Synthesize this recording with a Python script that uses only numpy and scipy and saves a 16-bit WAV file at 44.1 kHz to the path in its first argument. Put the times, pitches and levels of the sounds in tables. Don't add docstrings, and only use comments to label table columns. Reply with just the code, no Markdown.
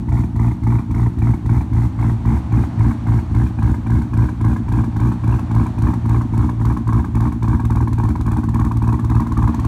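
import sys
import numpy as np
from scipy import signal
from scipy.fft import rfft, irfft
from scipy.io import wavfile
from scipy.ndimage import uniform_filter1d

SR = 44100
rng = np.random.default_rng(int(sys.argv[2]) if len(sys.argv) > 2 else 0)


def log_audio(samples):
    frames = np.atleast_2d(samples).T
    limited = np.clip(frames, -1, 1)
    pcm = np.round(limited * 32767).astype(np.int16)
    wavfile.write(sys.argv[1], SR, pcm)


def linear_from_db(decibels):
    return 10 ** (np.asarray(decibels, float) / 20)


N = 426447

FIRE_HZ = 57.9
# (time [s], share of the way round [0-1])
WALK = [
    (0, 0),
    (1.3, 0.19),
    (3, 0.35),
    (5, 0.69),
    (7, 0.81),
    (8, 0.78),
    (9.67, 1),
]


def evened(x):
    return x / np.sqrt(np.mean(x ** 2) + 1e-20)


def curve(rows, t):
    return np.interp(t, *np.transpose(rows))


def coloured(x, points):
    f, level_db = np.transpose(points)
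    hz = np.fft.rfftfreq(len(x), 1 / SR)
    gain = linear_from_db(np.interp(np.log(hz + 1), np.log(f), level_db))
    return irfft(rfft(x) * gain, len(x))


def train(s, size):
    sample = np.clip(np.round(s * SR).astype(int), 0, N - 1)
    return np.bincount(sample, size * (s < N / SR), N)


def puffs(s, size, rise_ms, fall_ms):
    ms = np.arange(4096) * 1000 / SR
    puff = (1 - np.exp(-ms / rise_ms)) ** 2 * np.exp(-ms / fall_ms)
    return signal.oaconvolve(train(s, size), puff)[:N]


def yard():
    # (closest time [s], half-length [s], level [dB])
    passing = [
        (0.09, 0.19, 1),
        (2.69, 1, 7.5),
        (5.6, 1.0, 7),
        (9.9, 0.49, 11.5),
    ]
    # (frequency [Hz], density [dB per Hz])
    yard_colour = [(260, -20), (450, -10.5), (530, -6.5), (905, 1), (1350, -10), (2280, -18.5), (2680, -22),
                   (5010, -28), (9350, -34), (15700, -73)]
    t = np.arange(N) / SR
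    swell_db = sum(db / (1 + ((t - s) / half_s) ** 2) for s, half_s, db in passing)
    noise = evened(coloured(rng.standard_normal(N), yard_colour))
    return linear_from_db(-45 + swell_db - swell_db.mean()) * noise


def carport(x):
    at = np.arange(300, 12000, 20)
    sign = rng.choice([-1., 1.], len(at))
    arrival_s = (at + rng.integers(0, 20, len(at))) / SR
    taps = train(arrival_s, sign * linear_from_db(-60 * at / SR / .25))[:12100]
    return signal.oaconvolve(x, taps / np.linalg.norm(taps))[:N]


def burns(s):
    # (swap time [s], time it takes [s])
    swaps = [
        (6.4, 1.0),
        (3.4, .7),
        (10.3, 2.4),
        (2.1, .3),
        (1.93, .1),
        (7.6, .1),
        (1.72, .2),
        (-2., .3),
    ]
    first_turn = [1, 1, 1, 1, 1, 0, 1, 1]
    overlap = 0.18
    k = np.arange(len(s))
    swap_s, takes_s = np.array(swaps)[k % 8].T
    first = k // 8 % 2 == np.take(first_turn, k % 8)
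    toward = np.where(first, -1, 1) * (s - swap_s) / takes_s
    return np.clip(.5 + overlap + toward, 0, 1), first


def firings():
    # (time [s], crank lead [firings])
    crank = [(0.0, -0.06), (0.14, 0.38), (0.83, 0.63), (1.11, 0.6), (1.52, 0.83), (1.66, 1.11),
             (2.07, 0.94), (2.21, 0.73), (2.76, 1.72), (3.87, 1.4), (4.14, 1.82), (4.7, 2.03), (5.11, 1.81),
             (6.08, 2.63), (6.35, 2.22), (7.74, 2.27), (8.84, 1.48), (9.67, 1.68)]
    flywheel = .033

    def levelled(v):
        trend = uniform_filter1d(v, size=16, mode="nearest")
        return v - uniform_filter1d(trend, size=16, mode="nearest")

    t = np.arange(0, N, 64) / SR
    turns = t * FIRE_HZ + curve(crank, t)
    k = np.arange(int(turns[-1]))
    push = levelled(burns(np.interp(k, turns, t))[0])
    speed = levelled(np.cumsum(push))
    lead = flywheel * levelled(np.cumsum(speed))
    return np.interp(k - lead, turns, t)


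def pattern(s):
    # (bark before swap [dB], bark after [dB], crack [dB],
    #             upper pipe modes on a burn [dB], the same on a miss [dB])
    cylinders = [(-2.5, -0.5, 3, 0.5, 0), (-2, -0.5, 1.5, 0.5, 3), (0, -1, 1, 2, 1),
                 (-2, -0.5, 4, -1, -4.5), (-1, -0.5, 3, -3, 5), (-2, -1, 5, -2.5, -3),
                 (-0.5, 0, 2.5, 3, -6), (-2, -0.5, 4.5, 1.5, -5)]
    miss_db, spill_db = -13.5, -13
    plain_crack_db, missed_crack_db = -9, -49.5
    after_miss_db, crack_round_db = 2, 9
    (burn, first), share = burns(s), curve(WALK, s)
    before_db, after_db, edge_db, burnt_db, missed_db = np.array(cylinders)[np.arange(len(s)) % 8].T
    own_db = miss_db + burn * (np.where(first, before_db, after_db) - miss_db)
    level_db = np.maximum(own_db, np.roll(own_db, 1) + spill_db)
    rested = 1 - np.roll(burn, 1)
    burnt_crack_db = edge_db + rested * (after_miss_db + crack_round_db * share)
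    crack_db = plain_crack_db + burn * burnt_crack_db + (1 - burn) * missed_crack_db * (.5 + rested / 2)
    upper_db = missed_db + burn * (burnt_db - missed_db) + 2.5 * share
    return level_db, crack_db, upper_db, burn * rested * share


def hiss(s, fired_db, edge_db):
    # (frequency [Hz], density [dB per Hz])
    jet = [(1410, -24), (2400, -4.5), (2560, -7), (2830, -17), (3560, -8.5), (4200, -11.5), (4990, -11),
           (5930, -10), (9510, -11), (10400, -10), (11100, -12), (14100, -15.5), (15700, -17.5)]
    crack_db = np.minimum(2.2 * edge_db, 8) + 1.7 * rng.standard_normal(len(s))
    crack = puffs(s + .0062, linear_from_db(crack_db), .6, 2.5)
    flow = puffs(s + .005, linear_from_db(.7 * fired_db), 4.0, 17.)
    gas = (0.69 * evened(crack) + evened(flow)) * rng.standard_normal(N)
    return linear_from_db(-54.5) * evened(coloured(gas, jet))


def bark(s, size):
    # (frequency [Hz], density [dB per Hz])
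    beside = [(260, -36), (450, 1.5), (480, -40), (549, -55), (669, 1), (766, 0), (912, 7.5), (1450, -10),
              (1670, -22), (1750, -9.5), (2020, -10), (2360, -16), (2540, -32), (3000, -48), (3900, -56.5),
              (6600, -120)]
    midway = [(260, -54), (450, -4.5), (507, -15), (589, -5), (685, -18.5), (742, 0.5), (949, -4),
              (1090, -5.5), (1360, -11.5), (1480, -7.5), (1630, -2.5), (1820, -21.5), (2400, -32),
              (3000, -30), (3900, -54), (6600, -120)]
    facing = [(260, -29), (450, -2), (523, -50), (571, -16), (613, -7.5), (736, -4.5), (797, -1.5),
              (927, 4.5), (1080, 6), (1390, -10), (1670, -19.5), (1970, -22), (2180, -39), (3000, -71),
              (3900, -81), (6600, -120)]
    envelope = puffs(s + .0008, size, 2.2, 5.5) + .25 * puffs(s, size, 3.0, 20.)
    rasp = envelope * rng.standard_normal(N)
    share = np.clip(curve(WALK, np.arange(N) / SR), 0, 1)
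    blend = np.zeros(N)
    for at, colour, db in zip((0, .5, 1), (beside, midway, facing), (2.5, 1.5, .3)):
        weight = np.clip(1 - 2 * abs(share - at), 0, 1)
        blend += weight * linear_from_db(db) * coloured(rasp, colour)
    return linear_from_db(-38.) * evened(blend)


def tips(s, size, rested):
    # (beside [Hz], facing [Hz], beside [dB], facing [dB], delay [ms])
    tip_rings = [(925, 993, -32, -25, 0.72), (1524, 1633, -47, -39.5, 3.016), (2064, 2295, -34, -47, 2.545)]
    rested_gain = [2, 2.5, -0.5]
    pitch_spread, spread_db, rise_ms, fall_ms = .06, 1.5, 1.7, 3.6
    n, share = np.arange(700), np.clip(curve(WALK, s), 0, 1)
    ms = n * 1000 / SR
    shape = (1 - np.exp(-ms / rise_ms)) ** 2 * np.exp(-ms / fall_ms)
    luck, out = rng.standard_normal((len(s), len(tip_rings), 3)), np.zeros(N)
    for (hz0, hz1, db0, db1, delay_ms), rested_db, (a, b, c) in zip(tip_rings, rested_gain, luck.transpose(1, 2, 0)):
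        hz = (hz0 + share * (hz1 - hz0)) * (1 + pitch_spread * a)
        gain = size * linear_from_db(db0 + share * (db1 - db0) + spread_db * b + rested_db * rested + 11.0)
        wave = np.sin(2 * np.pi * hz[:, None] * n / SR + 3 * c[:, None])
        at = s[:, None] + delay_ms / 1000 + n / SR
        out += train(at.ravel(), (gain[:, None] * shape * wave).ravel())
    return out


def thump(s, fired_db, upper_db):
    # (frequency [Hz], width [Hz], level [dB], crest after arrival [ms], share of a miss's drop [0-1])
    modes = [(64.4, 69, -1, 12.7, 0.87), (76.6, 10.8, 6, 10.83, 0.5), (106.2, 20.6, 2.5, 13.31, 0.65),
             (120, 21, -10.5, 12.8, 0.89), (185.3, 10.7, -10.5, 12.16, 0.31), (242.9, 64, -7, 10.02, 0.35),
             (311.3, 20.2, -13, 9.1, 0.72), (367, 134, -18, 8.61, 0.38), (32.4, 40, -18.5, 5.8, 0.2)]
    fore = [0, 0, 0.65, 0.72, 0, 0, 0.01, 0.24, 0.4]
    header_ms = [5.24, 5.48, 4.46, 5.3, 6.3, 5.0, 7.2, 4.6]
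    shove = [0, -4, -11, 2, 2, 1, -3, 1]
    spread_db, mode_spread_db, jitter_ms = 1.2, 2.2, .6
    churn, rise_ms, upper_hz = .18, 2.5, 200
    fore_ms, echo, echo_ms = 17.3, .35, 17.6

    cylinder = np.arange(len(s)) % 8
    shove_db = fired_db + np.take(shove, cylinder) + spread_db * rng.standard_normal(len(s))
    at = s + (np.take(header_ms, cylinder) + jitter_ms * rng.standard_normal(len(s))) / 1000
    vary = rng.standard_normal((len(s), len(modes)))
    flow = evened(puffs(at, linear_from_db(0.13 * shove_db), 0.66, 48.0))
    gas = churn * flow * rng.standard_normal(N) * np.sqrt(FIRE_HZ / SR)
    t = np.arange(6000) / SR
    swell, out = (1 - np.exp(-t * 1000 / rise_ms)) ** 2, np.zeros(N)
    for m, (hz, width_hz, db, crest_ms, share) in enumerate(modes):
        blow = linear_from_db(share * shove_db + mode_spread_db * vary[:, m] + (hz > upper_hz) * upper_db)
        drive = train(at, blow) + fore[m] * train(abs(at - fore_ms / 1000), blow)
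        drive += echo * (1 - fore[m]) * train(at + echo_ms / 1000, blow)
        drive += 2 * (1 - share) * gas
        decay = swell * np.exp(-np.pi * width_hz * t) * width_hz
        ring = decay * np.cos(2 * np.pi * hz * (t - crest_ms / 1000))
        out += linear_from_db(db) * signal.oaconvolve(drive, ring)[:N]
    steep = signal.butter(2, [30, 430], "bandpass", fs=SR, output="sos")
    return linear_from_db(-13.5) * evened(signal.sosfiltfilt(steep, out))


def lead_in(x, s):
    n, lope = np.arange(2000), round((s[16] - s[0]) * SR)
    fade = np.sin(np.pi / 2 * n / len(n))
    start = fade * x[n] + np.sqrt(1 - fade ** 2) * x[n + lope]
    return np.concatenate([start, x[len(n):]])


def scene():
    s = firings()
    level_db, crack_db, upper_db, rested = pattern(s)
    round_db = 6.5
    bark_db = round_db * curve(WALK, s) + 2.84 * level_db + 1.44 * rng.standard_normal(len(s))
    fired_db = np.clip(2.2 * (level_db + 5.5), -19, 0)
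    exhaust = thump(s, fired_db, upper_db) + tips(s, linear_from_db(bark_db - 5.5), rested)
    exhaust += bark(s, linear_from_db(bark_db)) + hiss(s, fired_db, crack_db)
    under_roof = exhaust + linear_from_db(-10.5) * carport(exhaust)
    return (lead_in(under_roof, s) + yard())[None]


def band_limit(x):
    return signal.sosfilt(signal.butter(12, 15890, fs=SR, output="sos"), x)


def record(dry):
    # (frequency [Hz], level [dB])
    capsule = [(30, -4), (4500, 2), (4980, -3.5), (5500, 0.5), (9800, -0.5), (10400, -7), (11000, -1.5),
               (15800, -3.5), (16100, -35)]
    heard = coloured(dry[0], capsule)[None]
    limited = 1.078 * np.tanh(heard / 0.99)
    return band_limit(limited)


dry = scene()
out = record(dry)
log_audio(out)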